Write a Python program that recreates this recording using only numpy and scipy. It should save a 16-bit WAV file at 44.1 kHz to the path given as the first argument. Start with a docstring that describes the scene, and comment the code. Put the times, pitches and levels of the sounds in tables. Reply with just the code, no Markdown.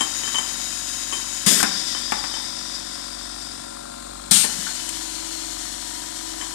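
"""A pneumatic piston filler doses syrup into glass jars, close to a hand-held microphone pair in a workshop.
At each reversal a valve dumps air in a loud burst, the rotary valve clacks over, and the cylinder vents
through a whistling throttle. Jars clink; an air compressor throbs and a fitting leaks throughout.
The microphones move along the machine; the right one is covered and sounds dull."""
import sys
import numpy as np
from scipy import signal
from scipy.fft import rfft, irfft, next_fast_len
from scipy.io import wavfile
from scipy.ndimage import map_coordinates

SR = 44100
rng = np.random.default_rng(int(sys.argv[2]) if len(sys.argv) > 2 else 0)


def materialize(psi):
    """Save the field psi as 16-bit PCM at rate SR to the path in sys.argv[1].

    A 1-D psi becomes a single channel; in a 2-D psi each row is a channel.
    """
    bounded = np.clip(np.atleast_2d(psi).T, -1, 1)
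    quanta = np.round(bounded * 32767).astype(np.int16)
    wavfile.write(sys.argv[1], SR, quanta)


N = 288414
TIME = np.arange(N) / SR
SHAFT_HZ = 23.35  # compressor crankshaft
# microphone path: t/s, place (0 nozzle, 1 hopper, 2 cylinder)
MIC_PATH = [(0, 0), (3.3, 0), (3.7, 0), (4.3, -1), (5.1, 2), (5.8, 1.5), (6.54, 1.5)]
# the valve snaps over to feed, return, feed: t/s
STROKE_STARTS = (-1.4, 1.4615, 4.3095)


def amp(db):
    """Decibels to gain."""
    return 10 ** (np.asarray(db) / 20)


def unit(x):
    """Scale to rms 1."""
    return x / np.sqrt(np.mean(x ** 2) + 1e-20)


def along(points, hz):
    """Interpolate (f/Hz, value) points on a log frequency axis."""
    f, values = np.transpose(points)
    return np.interp(np.log(hz + 1), np.log(f + 1), values)


def lift(peaks, f):
    """Decibels that resonances (f/Hz, width/Hz, lift/dB) add at frequency f."""
    return sum(db / (1 + (2 * (f - hz) / width) ** 2) for hz, width, db in peaks)


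def wobble(rate):
    """A smooth random curve, rate knots a second."""
    return map_coordinates(rng.standard_normal(int(N * rate / SR) + 4), [TIME * rate])


def filtered(x, response):
    """Apply a frequency response to x."""
    n = x.shape[-1]
    padded = next_fast_len(n + 8192)
    return irfft(rfft(x, padded) * response(np.fft.rfftfreq(padded, 1 / SR)), padded)[..., :n]


def noise(spectrum, peaks=(), size=N):
    """Noise of rms 1 with a broad spectrum, lifted at resonances, falling away below its first point."""
    low_cut = lambda f: np.minimum(f / spectrum[0][0], 1) ** 2
    colour = lambda f: amp(along(spectrum, f) + lift(peaks, f)) * low_cut(f)
    return unit(filtered(rng.standard_normal(size), colour))


def gate(start, end, rise_s, release_db_per_s):
    """A valve's gain: it opens quickly, holds, then dies away."""
    return np.clip((TIME - start) / rise_s, 0, 1) * amp(-release_db_per_s * np.maximum(TIME - end, 0))


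def ring(modes, t, pitch=1, attack_s=0.00045):
    """Damped modes, at slightly new strengths for every blow."""
    tones = sum(amp(db + rng.normal(0, 2.3) - 60 * t / t60) * np.sin(2 * np.pi * hz * pitch * t)
                for hz, db, t60 in modes)
    return tones * (1 - np.exp(-t / attack_s))


def add(track, start, sound):
    """Mix a sound into a track from start seconds on."""
    part = track[max(round(start * SR), 0):][:len(sound)]
    part += sound[:len(part)]


def pump_hum(turn, waver_db=2.0, standing_db=2.5, count=80, second_piston_turns=0.509):
    """Shaft harmonics ring in tank and room, swelling and fading as the microphones cross standing waves."""
    # pumping pulse spectrum: f/Hz, level/dB
    pulse = [(23, -57), (46.7, -47.5), (93, -59), (175, -56.5), (260, -50.5), (330, -51), (380, -61.5),
             (480, -67), (560, -58), (1100, -60.5), (1400, -55.5), (2000, -72)]
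    # tank and room resonances: f/Hz, width/Hz, lift/dB, change per microphone place/dB
    tank = [(175, 61, 1, -3.5), (232.6, 5.5, 6.5, -3), (257, 5.4, 11, 0.5), (304, 7.2, 3, 4),
            (327, 17, 5, 3.5), (570.7, 41, 17, -3), (607, 13, -8.5, 6.5), (700, 11, 14, 1.3),
            (729.7, 24.6, 11.5, 1.8), (840, 12, 0, 5), (957, 12, 7.5, 3), (1004, 12, 13, 1.6),
            (1051, 9.8, 9.5, -6), (1378, 12, 7.5, -3.5)]
    knots = np.linspace(0, N / SR, num=34)
    place = np.interp(knots, *np.transpose(MIC_PATH))
    resonances = [(hz, width, db + change_db * place) for hz, width, db, change_db in tank]
    out = np.zeros(N)
    for order in range(1, count + 1):
        hz = order * SHAFT_HZ
        # the pistons pump about half a turn apart: odd harmonics cancel in the bass, where pulses match
        alike = np.exp(-hz / 1440)
        pair = (1 + alike * np.exp(-2j * np.pi * order * second_piston_turns)) / (1 + alike)
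        standing = np.cos(2 * np.pi * (place / 2.78 + rng.random())) * np.sqrt(order / count)
        db = along(pulse, hz) + lift(resonances, hz) + standing_db * standing
        db += waver_db * rng.standard_normal(len(knots))
        chirp = np.pi * 6e-6 * (hz - 1500) ** 2  # each pulse is a short falling sweep
        phase = np.angle(pair) + chirp + 0.6 * rng.standard_normal()  # the room scatters the phases
        out += np.interp(TIME, knots, abs(pair) * amp(db)) * np.cos(order * turn + phase)
    return out


def compressor(chuff_db=-44, throb_db=-2.0, tick_db=-48, tick_t60=0.026):
    """Two pistons pump once a turn each: a throbbing hum, with a chuff and a valve tick on each stroke."""
    # chuff as heard in the room: f/Hz, level/dB
    chuff_spectrum = [(15, -25), (40, -21), (70, -4), (120, -4.5), (200, -6.5), (450, -1.5), (750, 4),
                      (1150, -4.5), (1700, -9.5), (2700, -7), (6000, -47)]
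    tick_spectrum = [(800, -10.5), (1100, 4), (1500, -7), (2300, -5.0), (5000, -14), (13000, -26)]
    turn = 2 * np.pi * SHAFT_HZ * TIME + 0.0065 * wobble(3.18)
    chuff = unit(noise(chuff_spectrum) * amp(throb_db * np.cos(2 * turn)))
    since_stroke = TIME % (0.5 / SHAFT_HZ)
    ticks = unit(noise(tick_spectrum) * amp(-60 * since_stroke / tick_t60))
    return pump_hum(turn) + amp(chuff_db) * chuff + amp(tick_db) * ticks


def leak(level_db=-36.0, throb_db=0.9):
    """Air hisses steadily from a fitting, pulsing slightly with the compressor."""
    # escaping air: f/Hz, level/dB
    hiss = [(1500, -3), (2800, -20), (3500, -2), (4200, -0.5), (6000, -7), (7400, -0.5), (8700, 0.5),
            (10500, -10.5), (12000, -19), (14400, -21)]
    return amp(level_db + throb_db * np.cos(4 * np.pi * SHAFT_HZ * TIME)) * noise(hiss)


def throttles(flutter_db=0.83):
    """The piston drives air through a throttle, sagging with the pressure; the jet makes the hose whistle."""
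    # feed, return, feed: travel/s, level/dB, sag/(dB/s), opening surge/dB, surge decay/s
    strokes = [(2.86, -22.5, 1.11, 0, .2), (2.07, -21, 6.5, 11, 0.065), (2.86, -28, 1.1, 7, 0.36)]
    # jet of each stroke: f/Hz, level/dB
    feed_jet = [(800, -19), (1800, -6), (2700, -5.5), (3600, -6.5), (5500, -0.5), (7500, -1), (9500, -5),
                (11500, -13), (14000, -18)]
    return_jet = [(800, -38), (1800, -6), (2800, -10.5), (3500, -1.5), (5000, -5.5), (6500, -2.5),
                  (8000, -7), (10000, -12), (14000, -26)]
    refeed_jet = [(800, -31), (1800, -6), (2400, -9.5), (3300, -5), (4300, -3), (5100, -2), (7700, 0),
                  (9500, -5.5), (11500, -12), (14000, -22)]
    # throttle and hose resonances of each stroke: f/Hz, width/Hz, lift/dB
    feed_hose = [(3110, 120, 8), (3810, 320, 9.5), (4990, 130, 9), (6230, 99, 3), (6820, 300, 14),
                 (8160, 83, 5)]
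    return_hose = [(3639, 120, 10.6), (4766, 166, 14.9), (5144, 240, 13), (5590, 240, 10), (7220, 140, 9.1),
                   (8500, 260, 6.2)]
    refeed_hose = [(3025, 52, 9), (4330, 220, 7), (4750, 200, -2.5), (5130, 110, 0)]
    jets = [noise(feed_jet, feed_hose), noise(return_jet, return_hose), noise(refeed_jet, refeed_hose)]
    out = np.zeros(N)
    for start, (travel_s, db, sag, surge_db, surge_s), jet in zip(STROKE_STARTS, strokes, jets):
        age = np.maximum(TIME - start, 0)
        flow_db = db - sag * age + surge_db * np.exp(-age / surge_s) + flutter_db * wobble(45)
        out += gate(start, start + travel_s, rise_s=0.021, release_db_per_s=23) * amp(flow_db) * jet
    return out


def jars():
    """Hand-damped glass jars touch, ring briefly and knock on the table."""
    # contacts: t/s, ring level/dB, f/Hz, knock level/dB
    clinks = [(.0072, -10.5, 3138, -19.5), (0.235, -24.5, 3062, -30), (.275, -22, 3132, -26.5),
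              (0.3446, -22, 3110, -26.5), (.3556, -19, 3065, -31.5), (.384, -13, 3086, -25),
              (1.125, -20, 3060, -26), (1.1333, -19, 3122, -29), (1.9481, -22, 3082, -28),
              (1.9794, -24.5, 3112, -37), (2.339, -26, 3092, -31.5), (6.4123, -23, 3072, -32.5),
              (6.421, -28, 3092, -33)]
    # jar modes: pitch ratio, level/dB, t60/s
    glass = [(1, -1.2, 0.14), (1.017, -15, 0.072), (2.09, -5, 0.086), (2.37, -8, 0.19), (2.4, -11.5, 0.12),
             (3.12, -9.5, 0.11)]
    out, t = np.zeros(N), np.arange(SR // 4) / SR
    for start, db, hz, knock_db in clinks:
        add(out, start, amp(db) * ring(glass, t, hz) + amp(knock_db) * steel_knock(t))
    return out


def steel_knock(t, favoured_hz=1000, slap_t60=0.072, favour_db=6, tail_t60=0.18, tail_db=-7.5):
    """A blow on sheet steel: a hard slap, then dense damped modes; the struck spot favours one band."""
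    # sheet spectrum: f/Hz, level/dB
    body = [(135, -21), (240, 1), (420, -4), (700, .5), (1500, -4), (2400, -3), (3500, -15.5), (6000, -35),
            (14000, -47)]
    # sheet modes: f/Hz, width/Hz, lift/dB
    modes = [(645, 50, -1.5), (873, 33, 5.5), (1117, 8.6, 12), (1144, 7.3, 3), (1490, 45, 3),
             (1770, 43, 12), (2300, 46, 3)]
    sheet = noise(body, modes + [(favoured_hz, 320, favour_db)], size=len(t))
    return sheet * (amp(-60 * t / slap_t60) + amp(tail_db - 60 * t / tail_t60))


def air_dumps(flutter_db=0.6):
    """The valve snaps over and a full chamber empties through its port, fading as its pressure drops."""
    # bursts opening the return and the second feed: level/dB, open time/s, sag/(dB/s)
    bursts = [(-10, 0.15, 51), (-6.5, 0.14, 66)]
    # exhaust ports: f/Hz, level/dB
    return_port = [(150, -32), (220, -2.5), (450, -7), (1200, -9), (2000, -5.5), (3400, -5.5), (5000, -4),
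                   (7200, -2.5), (8600, 3.5), (10200, -5.5), (12500, -8), (14000, -18)]
    feed_port = [(150, -33), (220, -31), (450, -22), (1200, -14.5), (2000, -11), (3400, -3), (5000, -4),
                 (7200, -2), (8600, 4), (10200, -3), (12500, -13), (14000, -17)]
    exhausts = [noise(return_port, peaks=[(3530, 290, 6.8), (6820, 180, 15.0)]),
                noise(feed_port, peaks=[(4330, 240, 2.7), (8550, 330, 3.7)])]
    out = np.zeros(N)
    for start, (db, open_s, sag), exhaust in zip(STROKE_STARTS[1:], bursts, exhausts):
        valve = gate(start, start + open_s, rise_s=0.002, release_db_per_s=430)
        out += valve * amp(db - sag * np.maximum(TIME - start, 0)) * exhaust
    return out * amp(flutter_db * wobble(120))


def frame_jolts():
    """The frame kicks and rocks back as pressure arrives."""
    # kicks: t/s, level/dB
    jolts = [(1.466, -14), (1.498, -24.5), (4.314, -17), (4.351, -26), (4.586, -30)]
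    # frame modes: f/Hz, level/dB, t60/s
    frame = [(122, -27, 0.13), (184, -6.5, 0.21), (196, -1.5, 0.076), (208, -7, 0.1), (310, -11.5, 0.077)]
    out, t = np.zeros(N), np.arange(SR // 4) / SR
    for start, db in jolts:
        add(out, start, amp(db) * ring(frame, t, attack_s=0.004))
    return out


def clacks(crack_t60=0.044):
    """The valve arm and piston strike their stops: a steel knock with a bright crack."""
    # hits: t/s, level/dB, relative crack level/dB, favoured f/Hz, its lift/dB, slap t60/s
    hits = [(1.601, -18.5, 3, 1480, 19, 0.063), (1.6287, -15.5, 8, 1470, 11, 0.075),
            (1.637, -20, -14, 1390, 1.5, 0.12), (2.1213, -14, -8, 920, 7.5, 0.039),
            (2.240, -24.5, -15, 2000, 6, 0.045), (2.367, -26.5, -14, 950, 16, .04),
            (4.314, -19.5, -2, 2480, -1, 0.047), (4.444, -24, -8, 604, 11.5, 0.11),
            (4.667, -30, -10, 1520, 16, 0.14), (4.89, -37, 18, 3000, 6, 0.017),
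            (4.895, -44, 19, 3000, 6, 0.022)]
    crack_spectrum = [(2000, -3), (4500, -1), (8500, 6.5), (14000, -16)]
    out, t = np.zeros(N), np.arange(SR // 4) / SR
    for start, db, crack_db, hz, favour_db, slap_t60 in hits:
        crack = noise(crack_spectrum, size=len(t)) * amp(crack_db - 60 * t / crack_t60)
        add(out, start, amp(db) * (steel_knock(t, hz, slap_t60, favour_db) + crack))
    return out


def workshop(x, wet_db):
    """Add the workshop's tail, each frequency dying at its own speed."""
    # reverberation: f/Hz, t60/s
    decay = [(150, 1), (1000, 0.87), (4000, 0.19), (12000, 0.39)]
    hz, t, spectra = signal.stft(rng.standard_normal(SR // 2), SR, nperseg=256)
    tail = signal.istft(spectra * amp(-60 * t / along(decay, hz)[:, None]), SR, nperseg=256)[1]
    tail = np.pad(tail / np.linalg.norm(tail), (SR // 150, 0))  # pre-delay
    return x + amp(wet_db) * signal.fftconvolve(x, tail)[:N]


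def early_echoes(x, echo_db=-10, t60=0.078, radians_per_place=5):
    """Table and hopper add a cluster of close echoes, whose pattern shifts as the microphones move."""
    t = np.arange(SR // 20) / SR
    patterns = rng.standard_normal((2, len(t))) * amp(-60 * t / t60)
    here, there = signal.fftconvolve(x[None], patterns / np.linalg.norm(patterns[0]), axes=1)[:, :N]
    angle = radians_per_place * np.interp(TIME, *np.transpose(MIC_PATH))
    echoes = np.cos(angle) * here + np.sin(angle) * there
    return (x + amp(echo_db) * echoes) / np.hypot(1, amp(echo_db))


def scene():
    """The closely spaced pair hears the same sources; on the covered side the jets' echoes weigh more."""
    air = throttles() + leak() + workshop(air_dumps(), wet_db=-13)
    blows = workshop(frame_jolts() + clacks(), wet_db=-10) + workshop(jars(), wet_db=-7)
    return np.array([early_echoes(air), early_echoes(air, echo_db=-3)]) + blows + compressor()


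def record(dry, muffle_hz=300, lag_ms=0.52, right_db=0.75, top_hz=14400):
    """The covered right microphone hears a dull, late copy; peaks clip and the band is limited."""
    cover = lambda f: amp(right_db) / (1 + 1j * f / muffle_hz) / np.hypot(1, (f / 11000) ** 2)
    right = filtered(dry[1], lambda f: cover(f) * np.exp(-2j * np.pi * f * lag_ms / 1000))
    return filtered(np.clip([dry[0], right], -1, 1), lambda f: f < top_hz)


dry = scene()
out = record(dry)
materialize(out)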